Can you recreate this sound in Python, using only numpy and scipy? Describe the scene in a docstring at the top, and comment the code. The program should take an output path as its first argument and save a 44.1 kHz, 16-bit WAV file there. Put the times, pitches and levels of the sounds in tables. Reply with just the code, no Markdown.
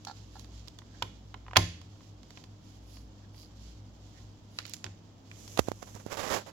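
"""A plastic remote control's flap judders, creaks and snaps shut, ringing the case and booming
the steel lid of the video recorder under it. A sleeve swishes and skin squeaks on the plastic.
A hand brushes a plastic bag, buckling its folds; a palm slides round the phone, then a finger
bumps and rubs the right microphone port. Small room, mains hum, faint hiss."""
import sys
import numpy as np
from scipy import signal
from scipy.fft import rfft, irfft
from scipy.io import wavfile
from scipy.ndimage import uniform_filter1d

SR = 44100
rng = np.random.default_rng(int(sys.argv[2]) if len(sys.argv) > 2 else 0)


def to_wav(s):
    """Save 16-bit WAV."""
    ch = np.atleast_2d(s).T  # columns
    pcm = np.round(np.clip(ch, -1, 1) * 32767)  # PCM
    wavfile.write(sys.argv[1], SR, pcm.astype(np.int16))


N = 287525
T = np.arange(N) / SR


def undb(db):
    """Decibels to gain."""
    return 10 ** (np.asarray(db) / 20)


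def unit(x):
    """Scale to rms 1."""
    return x / np.sqrt(np.mean(x ** 2))


def unit_hit(x):
    """Scale each channel to the energy of 5 ms at rms 1."""
    return x / np.sqrt(np.sum(x ** 2, axis=-1, keepdims=True) / (SR * .005))


def fade(t, t60_s):
    """Exponential decay, 60 dB in t60_s."""
    return np.exp(-np.log(1000) * t / t60_s)


def pan(pan_db):
    """Stereo gains of constant total power; pan is left minus right throughout."""
    return unit(undb(np.array([[pan_db], [-pan_db]]) / 2))


def envelope(points):
    """Gain through (time [s], level [dB]) points."""
    return undb(np.interp(T, *np.transpose(points)))


def colour(x, points, size=8192):
    """Minimum-phase filter through (frequency [Hz], gain [dB]) points."""
    hz, db = np.transpose(points)
    bins_hz = np.maximum(np.arange(size // 2 + 1) * SR / size, 1)
    gain = undb(np.interp(np.log(bins_hz), np.log(hz), db))
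    cepstrum = irfft(np.log(gain))
    cepstrum[1:size // 2] *= 2
    cepstrum[size // 2 + 1:] = 0
    response = irfft(np.exp(rfft(cepstrum)))
    return signal.fftconvolve(np.atleast_2d(x), response[None], axes=-1)[:, :x.shape[-1]]


def butter(x, hz, kind, order):
    """Butterworth low-pass or high-pass."""
    return signal.sosfilt(signal.butter(order, min(hz, SR / 2 - 1000), kind, fs=SR, output="sos"), x)


def burst(t, t60_s, spectrum):
    """Decaying, coloured stereo noise."""
    return colour(rng.standard_normal((2, len(t))) * fade(t, t60_s), spectrum)


def wander(rate_hz):
    """Smooth random motion, rms 1."""
    hold = int(SR / rate_hz)
    steps = np.repeat(rng.standard_normal(N // hold + 2), hold)
    return unit(uniform_filter1d(uniform_filter1d(steps, hold), hold)[:N])


def waver(hz, depth):
    """Tone of wandering level and phase."""
    drift = wander(9.1) + 1j * wander(6.7)
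    return unit(np.real((1 + depth * drift) * np.exp(2j * np.pi * hz * T)))


def grains(per_s, spread_db, channels=2):
    """Tiny slips: impulses of random time and size."""
    shape = (channels, N)
    sizes = undb(spread_db * np.minimum(rng.exponential(size=shape), 4))
    return unit((rng.random(shape) < per_s / SR) * sizes * rng.standard_normal(shape))


def stroke(peak_s, length_s, roundness=1.53):
    """Speed of a hand movement: a symmetric bell."""
    distance = np.abs(T - peak_s) / (length_s / 2)
    return np.exp(-np.minimum(distance ** roundness / 2, 20))


def add(out, start_s, x):
    """Mix x in at start_s."""
    i = int(start_s * SR)
    out[:, i:i + x.shape[-1]] += x[:, :N - i]


# appliance hum (frequency [Hz], level [dB], waver depth [ratio])
HUM_TONES = [(100.5, -54, 0.13), (105.2, -60, 0.9), (145, -70.5, .5), (170, -74, .8), (203, -70, 0.24),
             (302.5, -66.5, .3)]
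# deep drone (time [s], level [dB])
DRONE_LEVELS = [(0, -74), (.2, -52.5), (.55, -47), (.75, -63), (1.05, -51), (1.5, -52), (1.9, -68),
                (2.25, -53), (2.6, -65.5), (2.9, -46.5), (3.25, -58), (3.8, -50.5), (4.2, -59.5),
                (5, -72.5), (5.5, -60), (6.52, -65)]
# room rumble (frequency [Hz], gain [dB])
RUMBLE_EQ = [(20, -12.5), (45, -2.5), (100, 1.5), (240, 3), (400, -9), (800, -16), (1400, -33),
             (4000, -34.5), (15000, -55.5)]
# hiss (frequency [Hz], gain [dB])
HISS_EQ = [(40, 21), (400, 12), (1000, 8.5), (1700, -1), (2600, -5), (3200, 0.5), (4500, -8.5), (7500, -10),
           (10000, -15), (15500, -14.5)]


def background(rumble_db=-57, hiss_db=-60, drone_hz=56):
    """Appliance hum, a swelling drone and room rumble in mono, plus stereo hiss."""
    hum = sum(undb(db) * waver(hz, depth) for hz, db, depth in HUM_TONES)
    drone = envelope(DRONE_LEVELS) * waver(drone_hz, depth=.47)
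    rumble = unit(colour(rng.standard_normal(N), RUMBLE_EQ))
    hiss = unit(colour(rng.standard_normal((2, N)), HISS_EQ))
    return hum + drone + undb(rumble_db) * rumble + undb(hiss_db) * hiss


# flap contacts (time [s], level [dB], treble edge [Hz], pan [dB])
FLAP_CLICKS = [ (0.0497, -51, 8200, 0), (0.395, -54, 7400, -10), (0.4450, -54.5, 5100, -5),
               (0.675, -54.5, 5400, -9), (0.6820, -51, 7700, -9), (0.7877, -46.5, 5200, -12),
               (0.8190, -53, 2200, -10), (1.0221, -29.5, 1800, -3.5), (1.0242, -26, 4200, -7.5),
               (1.3422, -38.5, 2590, -7), (1.465, -50, 2000, -3.5), (1.4820, -43.5, 2000, -2),
               (1.5108, -45, 2110, -4), (1.5334, -37, 2200, -6), (1.5550, -39, 2000, -8),
               (1.5596, -19.5, 2620, -10.5), (1.5662, -14.5, 2700, -9), (1.568, -13, 4400, 5.5),
               (1.5707, -16, 5570, -7.5), (1.8150, -53.5, 5160, -11), (2.0072, -57.5, 2980, -1.5),
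               (2.2319, -56, 5510, -13.5), (2.3055, -50.5, 5520, -8), (2.3731, -45, 2790, -3.5),
               (2.4392, -52, 4980, -3), (2.9697, -52.5, 3710, -4), (3.3450, -58, 3400, -4.5),
               (3.4305, -56, 5000, -10)]
# plastic case ring (frequency [Hz], gain [dB], t60 [s])
CASE_MODES = [(430, -14, .025), (752, -5.5, .045), (1022, -1.5, .04), (1282, -3, 0.01), (1578, -12, .025),
              (1790, -7, .025), (1912, -6.5, 0.028), (2120, -7.5, .028), (2936, -4, 0.036),
              (3334, -2, 0.026), (3990, -5, 0.028), (4310, -4, .022), (5320, -3, 0.03), (6410, -5, 0.03)]
# dense, damped case modes (frequency [Hz], gain [dB])
KNOCK_EQ = [(150, -11.5), (450, -8), (620, -7.5), (950, 2), (1600, -5.5), (3500, -1), (7000, -3.5),
            (15000, -18.5)]
# latch edge tick (frequency [Hz], gain [dB])
TICK_EQ = [(500, -23), (2000, -5), (4500, 4.5), (7500, 1), (15000, -8.5)]


def remote(ring_db=-5, apart_hz=1700, detune=.01, tick_even_hz=5400, tick_db_per_oct=17, shade_db=-4):
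    """Each slip or snap of the flap knocks and rings the case; harder contacts tick more."""
    out, t = np.zeros((2, N)), T[:SR // 8]
    hz, db, t60_s = np.transpose(CASE_MODES)[:, :, None]
    for time_s, level_db, edge_hz, pan_db in FLAP_CLICKS:
        strength = undb(db + 2 * rng.standard_normal(hz.shape)) * fade(t, t60_s)
        grip = 1 + detune * rng.standard_normal(hz.shape)  # fingers detune the case
        polarity = np.pi * rng.integers(0, 2, hz.shape)
        # short waves reach the two ports out of step
        phase = polarity + hz / apart_hz * rng.standard_normal((2, len(CASE_MODES), 1))
        ring = np.sum(strength * np.sin(2 * np.pi * hz * grip * t + phase), axis=1)
        knock = burst(t, t60_s=.018, spectrum=KNOCK_EQ)
        knock[1] += butter(knock[0] - knock[1], apart_hz, "low", order=1)
        body = butter(unit_hit(knock) + undb(ring_db) * unit_hit(ring), edge_hz, "low", order=3)
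        body = pan(pan_db) * unit_hit(body)
        tick = burst(t, t60_s=.013, spectrum=TICK_EQ)
        tick = butter(tick, 5.5 * edge_hz, "low", order=4)
        tick = pan(pan_db + shade_db) * unit_hit(tick)  # the phone shades its left port
        tick_db = tick_db_per_oct * np.log2(edge_hz / tick_even_hz)
        add(out, time_s, undb(level_db) * (body + undb(tick_db) * tick))
    return out


# hinge stick-slip (time [s], level [dB], rasp re ring [dB])
HINGE_SLIPS = [(0.0700, -37.5, -2), (0.0835, -40, -4), (0.0970, -38.5, -11), (0.1115, -42, -6),
               (0.3555, -46, -8), (0.3660, -46.5, -15)]
# open flap ring (frequency [Hz], gain [dB], t60 [s])
FLAP_MODES = [(789, -0.5, 0.056), (880, -2, 0.025), (1180, -14, 0.02), (1370, -6.5, 0.043),
              (1690, -11.5, 0.032)]
# hinge scrape (frequency [Hz], gain [dB])
RASP_EQ = [(1500, -17), (2600, -11), (3500, -9), (4400, 3), (5500, -9), (6800, -12.5), (10000, -25)]


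def hinge(pan_db=-5, rasp_t60_s=.057, apart_rad=.6):
    """Each slip of the hinge plucks the hollow flap and scrapes briefly."""
    out, t = np.zeros((2, N)), T[:SR // 8]
    hz, db, t60_s = np.transpose(FLAP_MODES)[:, :, None]
    phase = rng.uniform(0, 2 * np.pi, hz.shape) + apart_rad * rng.standard_normal((2, len(hz), 1))
    modes = undb(db) * fade(t, t60_s) * np.sin(2 * np.pi * hz * t + phase)
    ring = unit_hit(modes.sum(axis=1))
    for time_s, level_db, rasp_db in HINGE_SLIPS:
        rasp = unit_hit(burst(t, rasp_t60_s, RASP_EQ))
        add(out, time_s, undb(level_db) * pan(pan_db) * (ring + undb(rasp_db) * rasp))
    return out


# sleeve and hand strokes (peak time [s], length [s], right level [dB], pan [dB], sheen send [dB])
SLEEVE_STROKES = [ (0.236, 0.27, -58.5, -12, -20), (0.396, 0.09, -57.5, -14, -12.5),
                  (0.584, 0.16, -57, -11, -22), (0.997, 0.14, -57, -13, -34),
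                  (2.043, 0.082, -59.5, -14, -17), (2.37, 0.12, -57.5, -11, -20),
                  (2.701, .13, -60.5, -11, -15), (2.95, 0.1, -57.5, -12, -7.5), (3.18, .1, -63, -12, -25),
                  (3.402, 0.058, -55.5, -13, -5.5), (3.663, 0.14, -56, -8.5, -18.5),
                  (4.16, 0.21, -59.5, -10, -18), (4.57, 0.056, -55.5, -9.5, -10),
                  (4.698, 0.068, -51.5, -18, -24), (5.36, 0.12, -57.5, -14.5, -31),
                  (6.344, 0.11, -53.5, 6.5, -17)]
# cloth swish (frequency [Hz], gain [dB])
SWISH_EQ = [(300, -13.5), (1200, -12), (2400, -7.5), (3200, -1), (3700, -2.5), (5000, -0.5), (7500, -4.5),
            (9000, -14), (15000, -25)]
# top-octave sheen (frequency [Hz], gain [dB])
SHEEN_EQ = [(4000, -27), (6000, -10.5), (8000, -2), (10500, 7.5), (15500, -5.5)]


def sleeve(stir_db=-65.5, stir_pan_db=-8, stir_send_db=-21, sheen_boost_db=9, flicker_db=1.43):
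    """Cloth and skin slide over plastic in countless slips, stirring faintly between strokes."""
    swish_power = undb([[stir_db + stir_pan_db], [stir_db]]) ** 2
    sheen_power = swish_power * undb(stir_send_db) ** 2
    for peak_s, length_s, level_db, pan_db, send_db in SLEEVE_STROKES:
        power = (undb([[level_db + pan_db], [level_db]]) * stroke(peak_s, length_s)) ** 2
        swish_power = swish_power + power
        sheen_power = sheen_power + power * undb(send_db) ** 2
    swish = unit(colour(grains(per_s=14000, spread_db=-1.5), SWISH_EQ))
    sheen = undb(sheen_boost_db) * unit(colour(grains(per_s=6000, spread_db=1), SHEEN_EQ))
    return (np.sqrt(swish_power) * swish + np.sqrt(sheen_power) * sheen) * undb(flicker_db * wander(45))


# pushes on the lid (time [s], level [dB])
LID_PUSHES = [(0.486, -54.5), (1.024, -45.5), (1.570, -26), (4.189, -53.5), (4.587, -57), (4.851, -46)]
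# steel lid ring (frequency [Hz], gain [dB], t60 [s])
LID_MODES = [(38.4, -12.5, .25), (55.5, -6.5, .3), (84.4, -11.5, 0.95), (98.7, 5.5, 0.26), (111, -14, .18),
             (169.5, -9, 0.51), (250, -9, 0.21), (323, -12.5, 0.32), (367, -6, 0.13), (495, -20.5, .06),
             (755, -9, 0.06), (1055, -18.5, 0.32)]


def lid(swell_cycles=.9):
    """The steel lid booms when pushed; its lowest modes build slowest."""
    out, t = np.zeros((2, N)), T[:SR]
    boom = 0
    for hz, db, t60_s in LID_MODES:
        swell = 1 - np.exp(-t * hz / swell_cycles)
        boom = boom + undb(db) * swell * fade(t, t60_s) * np.sin(2 * np.pi * hz * t)
    boom /= boom[:SR // 20].std()
    for time_s, level_db in LID_PUSHES:
        add(out, time_s, undb(level_db) * boom[None])
    return out


# skin on plastic (peak time [s], length [s], pitch [Hz], level [dB])
SKIN_SQUEAKS = [(0.96, .08, 1670, -64.5), (2.967, 0.049, 4730, -60), (3.24, .025, 1700, -65.5),
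                (3.412, 0.065, 4770, -56.5), (4.18, 0.028, 1900, -61)]


def squeaks(q=9, pan_db=-6):
    """Skin catches in coarse slips, each ringing briefly."""
    slips = grains(per_s=670, spread_db=1)
    out = np.zeros((2, N))
    for peak_s, length_s, hz, level_db in SKIN_SQUEAKS:
        ring = unit(signal.lfilter(*signal.iirpeak(hz, q, fs=SR), slips))
        out += undb(level_db) * stroke(peak_s, length_s) * ring
    return pan(pan_db) * out


# buckling folds (time [s], level [dB], centre [Hz], pan [dB])
FOLD_SNAPS = [(4.5872, -35, 1440, 3), (4.5877, -30, 3900, -14), (4.6038, -49, 2500, -7),
              (4.6529, -40, 3730, -12), (4.665, -44, 11000, -19), (4.6790, -50, 6000, -16),
              (4.696, -39.5, 11000, -21), (4.736, -34.5, 13100, -16), (4.7363, -36, 5860, -15),
              (4.7420, -39.5, 5900, -10), (4.767, -50, 6000, -23), (4.8425, -33.5, 3800, -11),
              (4.844, -38.5, 950, 0), (4.8646, -42.5, 2670, -5), (5.3144, -44.5, 2640, -6.5),
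              (5.478, -45, 5440, 4)]
# fold spectrum (frequency / centre [ratio], gain [dB])
FOLD_EQ = [(0.079, -15.5), (.25, -9.5), (0.549, -4), (1, 0.5), (1.7, -9), (3, -17.5), (6, -37)]


def bag_folds(snap_t60_s=.007, flutter_t60_s=.07, flutter_db=-19):
    """A fold snaps through and the film flutters after it."""
    out, t = np.zeros((2, N)), T[:SR // 10]
    decay = fade(t, snap_t60_s) + undb(flutter_db) * fade(t, flutter_t60_s)
    for time_s, level_db, centre_hz, pan_db in FOLD_SNAPS:
        spectrum = [(ratio * centre_hz, db) for ratio, db in FOLD_EQ]
        snap = colour(rng.standard_normal((2, len(t))) * decay, spectrum)
        add(out, time_s, undb(level_db) * pan(pan_db) * unit_hit(snap))
    return out


def bag_creases(peak_s=4.68, length_s=.11, level_db=-58, centre_hz=4200, pan_db=-13):
    """Small creases give way as the hand passes over the bag."""
    spectrum = [(ratio * centre_hz, db) for ratio, db in FOLD_EQ]
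    creases = unit(colour(grains(per_s=400, spread_db=6), spectrum))
    return undb(level_db) * pan(pan_db) * stroke(peak_s, length_s) * creases


# palm on the phone's case (peak time [s], length [s], right level [dB], pan [dB])
PALM_STROKES = [(5.416, 0.11, -51, -16), (5.55, 0.18, -47.5, -5), (5.67, 0.045, -48, -13),
                (5.907, 0.25, -51.5, -8)]
# palm friction (frequency [Hz], gain [dB])
PALM_EQ = [(400, 1.5), (1500, -13), (3000, -6.5), (4500, -8.5), (6000, 0.5), (7500, -1), (10000, -3),
           (12000, -3), (15500, -16)]


def palm(flicker_db=.5):
    """The hand slides round the phone: a close, bright brushing of skin."""
    power = sum((undb([[level_db + pan_db], [level_db]]) * stroke(peak_s, length_s)) ** 2
                for peak_s, length_s, level_db, pan_db in PALM_STROKES)
    flicker = undb(flicker_db * wander(60))
    brush = unit(colour(grains(per_s=9900, spread_db=-.2), PALM_EQ))
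    return np.sqrt(power) * flicker * brush


# short fingertip skids (start [s], hold [s], level [dB])
FINGER_SKIDS = [(5.569, .016, -36.5), (5.585, 0.004, -29.5), (5.67, 0.02, -43.5), (5.819, 0.01, -41),
                (5.866, 0.026, -50.5), (5.941, 0.031, -46.5), (5.993, 0.019, -49.5), (6.056, 0.038, -48.5),
                (6.458, 0.043, -45.5)]
# long fingertip drag (time [s], level [dB])
FINGER_DRAG = [(6.098, -48), (6.127, -30.5), (6.167, -42.5), (6.172, -30.5), (6.29, -32.5), (6.348, -23),
               (6.38, -30), (6.405, -40.5), (6.44, -54)]
# skin friction at the port (frequency [Hz], gain [dB])
SKIN_EQ = [(40, -5), (150, -6), (300, -1.5), (550, 2.5), (1200, -3), (2500, -11.5), (4500, -14.5),
           (6500, -13), (11000, -14.5), (15500, -23)]


def finger_rub(attack_s=.006, release_t60_s=.059, boost_db=1, flicker_db=1):
    """Fingertip ridges rasp across the port: one drag, and skids that catch, hold and let go."""
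    force = envelope(FINGER_DRAG) * (T > FINGER_DRAG[0][0]) * (T < FINGER_DRAG[-1][0])
    for start_s, hold_s, level_db in FINGER_SKIDS:
        attack = np.clip((T - start_s) / attack_s, 0, 1)
        release = fade(np.maximum(T - start_s - hold_s, 0), release_t60_s)
        force += undb(level_db) * attack * release
    rasp = unit(colour(grains(per_s=9000, spread_db=-1, channels=1), SKIN_EQ))
    return force * undb(boost_db + flicker_db * wander(90)) * rasp


# fingertip landings (time [s], level [dB], half width [ms], relative grit [dB])
FINGER_BUMPS = [(5.575, -21, 0.12, -7.5), (5.5918, -15, 0.13, -8), (5.5933, -2.5, 0.28, -17.5),
                (5.6854, -14.5, 0.34, -22), (5.7175, -17.5, 0.28, -20), (5.828, -24.5, 0.2, -16.5),
                (5.952, -34, 1, -8.5), (6.0645, -22, 0.42, -21)]


def finger_bumps(leak_hz=45, grit_t60_s=.016, grit_hz=3000, pad_hz=72, pad_t60_s=.12, pad_db=-21):
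    """A fingertip squeezes and releases the air in the port; its soft pad settles with a thud."""
    out, t = np.zeros((1, N)), T[:SR // 8]
    lead_s = .005
    after_s = np.maximum(t - lead_s, 0)
    thud = undb(pad_db) * np.sin(2 * np.pi * pad_hz * after_s) * fade(after_s, pad_t60_s)
    for time_s, level_db, half_ms, grit_db in FINGER_BUMPS:
        half_widths = (t - lead_s) * 1000 / half_ms
        pressure = -half_widths / (1 + half_widths ** 2 / 3) ** 2
        pressure = butter(pressure / pressure.max(), leak_hz, "high", order=1)
        contact = (half_widths > -1) * fade(after_s, grit_t60_s)
        grit = colour(rng.standard_normal(len(t)) * contact, SKIN_EQ)
        grit = unit_hit(butter(grit, grit_hz, "high", order=1))
        add(out, time_s - lead_s, undb(level_db) * (pressure + thud + undb(grit_db) * grit))
    return out


# reverberation bands (frequency [Hz], t60 [s], gain [dB])
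ROOM_BANDS = [(200, 0.44, 2.5), (500, 0.3, 3), (1000, 0.12, -1.5), (1996, 0.47, -4), (4000, 0.48, -4.5),
              (7000, 0.46, -2.5), (11000, 0.31, -1), (15000, .2, -7.5)]


def room(x, wet_db=-10, build_s=.006, pan_db=-5):
    """Diffuse small-room echoes, decaying per band; both sides feed both ports."""
    t = T[:SR * 3 // 4]
    noise = rfft(rng.standard_normal((2, 2, len(t))))
    log_hz = np.log(np.maximum(np.arange(noise.shape[-1]) * SR / len(t), 1))
    hz, t60_s, db = np.transpose(ROOM_BANDS)
    tail = 0
    for k, weights in enumerate(np.eye(len(hz))):
        shape = fade(t, t60_s[k]) * (1 - np.exp(-t / build_s))
        band = irfft(noise * np.interp(log_hz, np.log(hz), weights), len(t))
        tail = tail + undb(db[k]) * band * shape / np.sqrt(np.sum(shape ** 2))
    echoes = signal.fftconvolve(x[None], tail, axes=-1)[..., :N].sum(axis=1) / np.sqrt(2)
    return undb(wet_db) * pan(pan_db) * echoes


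def scene(finger_left_db=-36):
    """Remote and bag echo in the room; the rest is dry, with the finger at the right port."""
    plastic = hinge() + remote() + bag_folds() + bag_creases()
    mix = plastic + room(plastic) + lid() + sleeve() + squeaks() + palm()
    finger = (finger_bumps() + finger_rub()) * undb([[finger_left_db], [0]])
    return mix + finger + background()


# microphone response with port notch (frequency [Hz], gain [dB])
MIC_EQ = [(20, -6), (50, -1.5), (7000, 0), (7900, -5.5), (8500, -17.5), (9100, -17.5), (10000, -8.5),
          (16000, -6.5)]


def record(dry, ceiling=.9, top_hz=16000):
    """Phone microphone: treble notch from the ports, soft clip, low-pass."""
    x = colour(dry, MIC_EQ)
    x = x / (1 + (x / ceiling) ** 6) ** (1 / 6)
    return signal.sosfilt(signal.ellip(8, .2, 70, top_hz, fs=SR, output="sos"), x)


dry = scene()
out = record(dry)
to_wav(out)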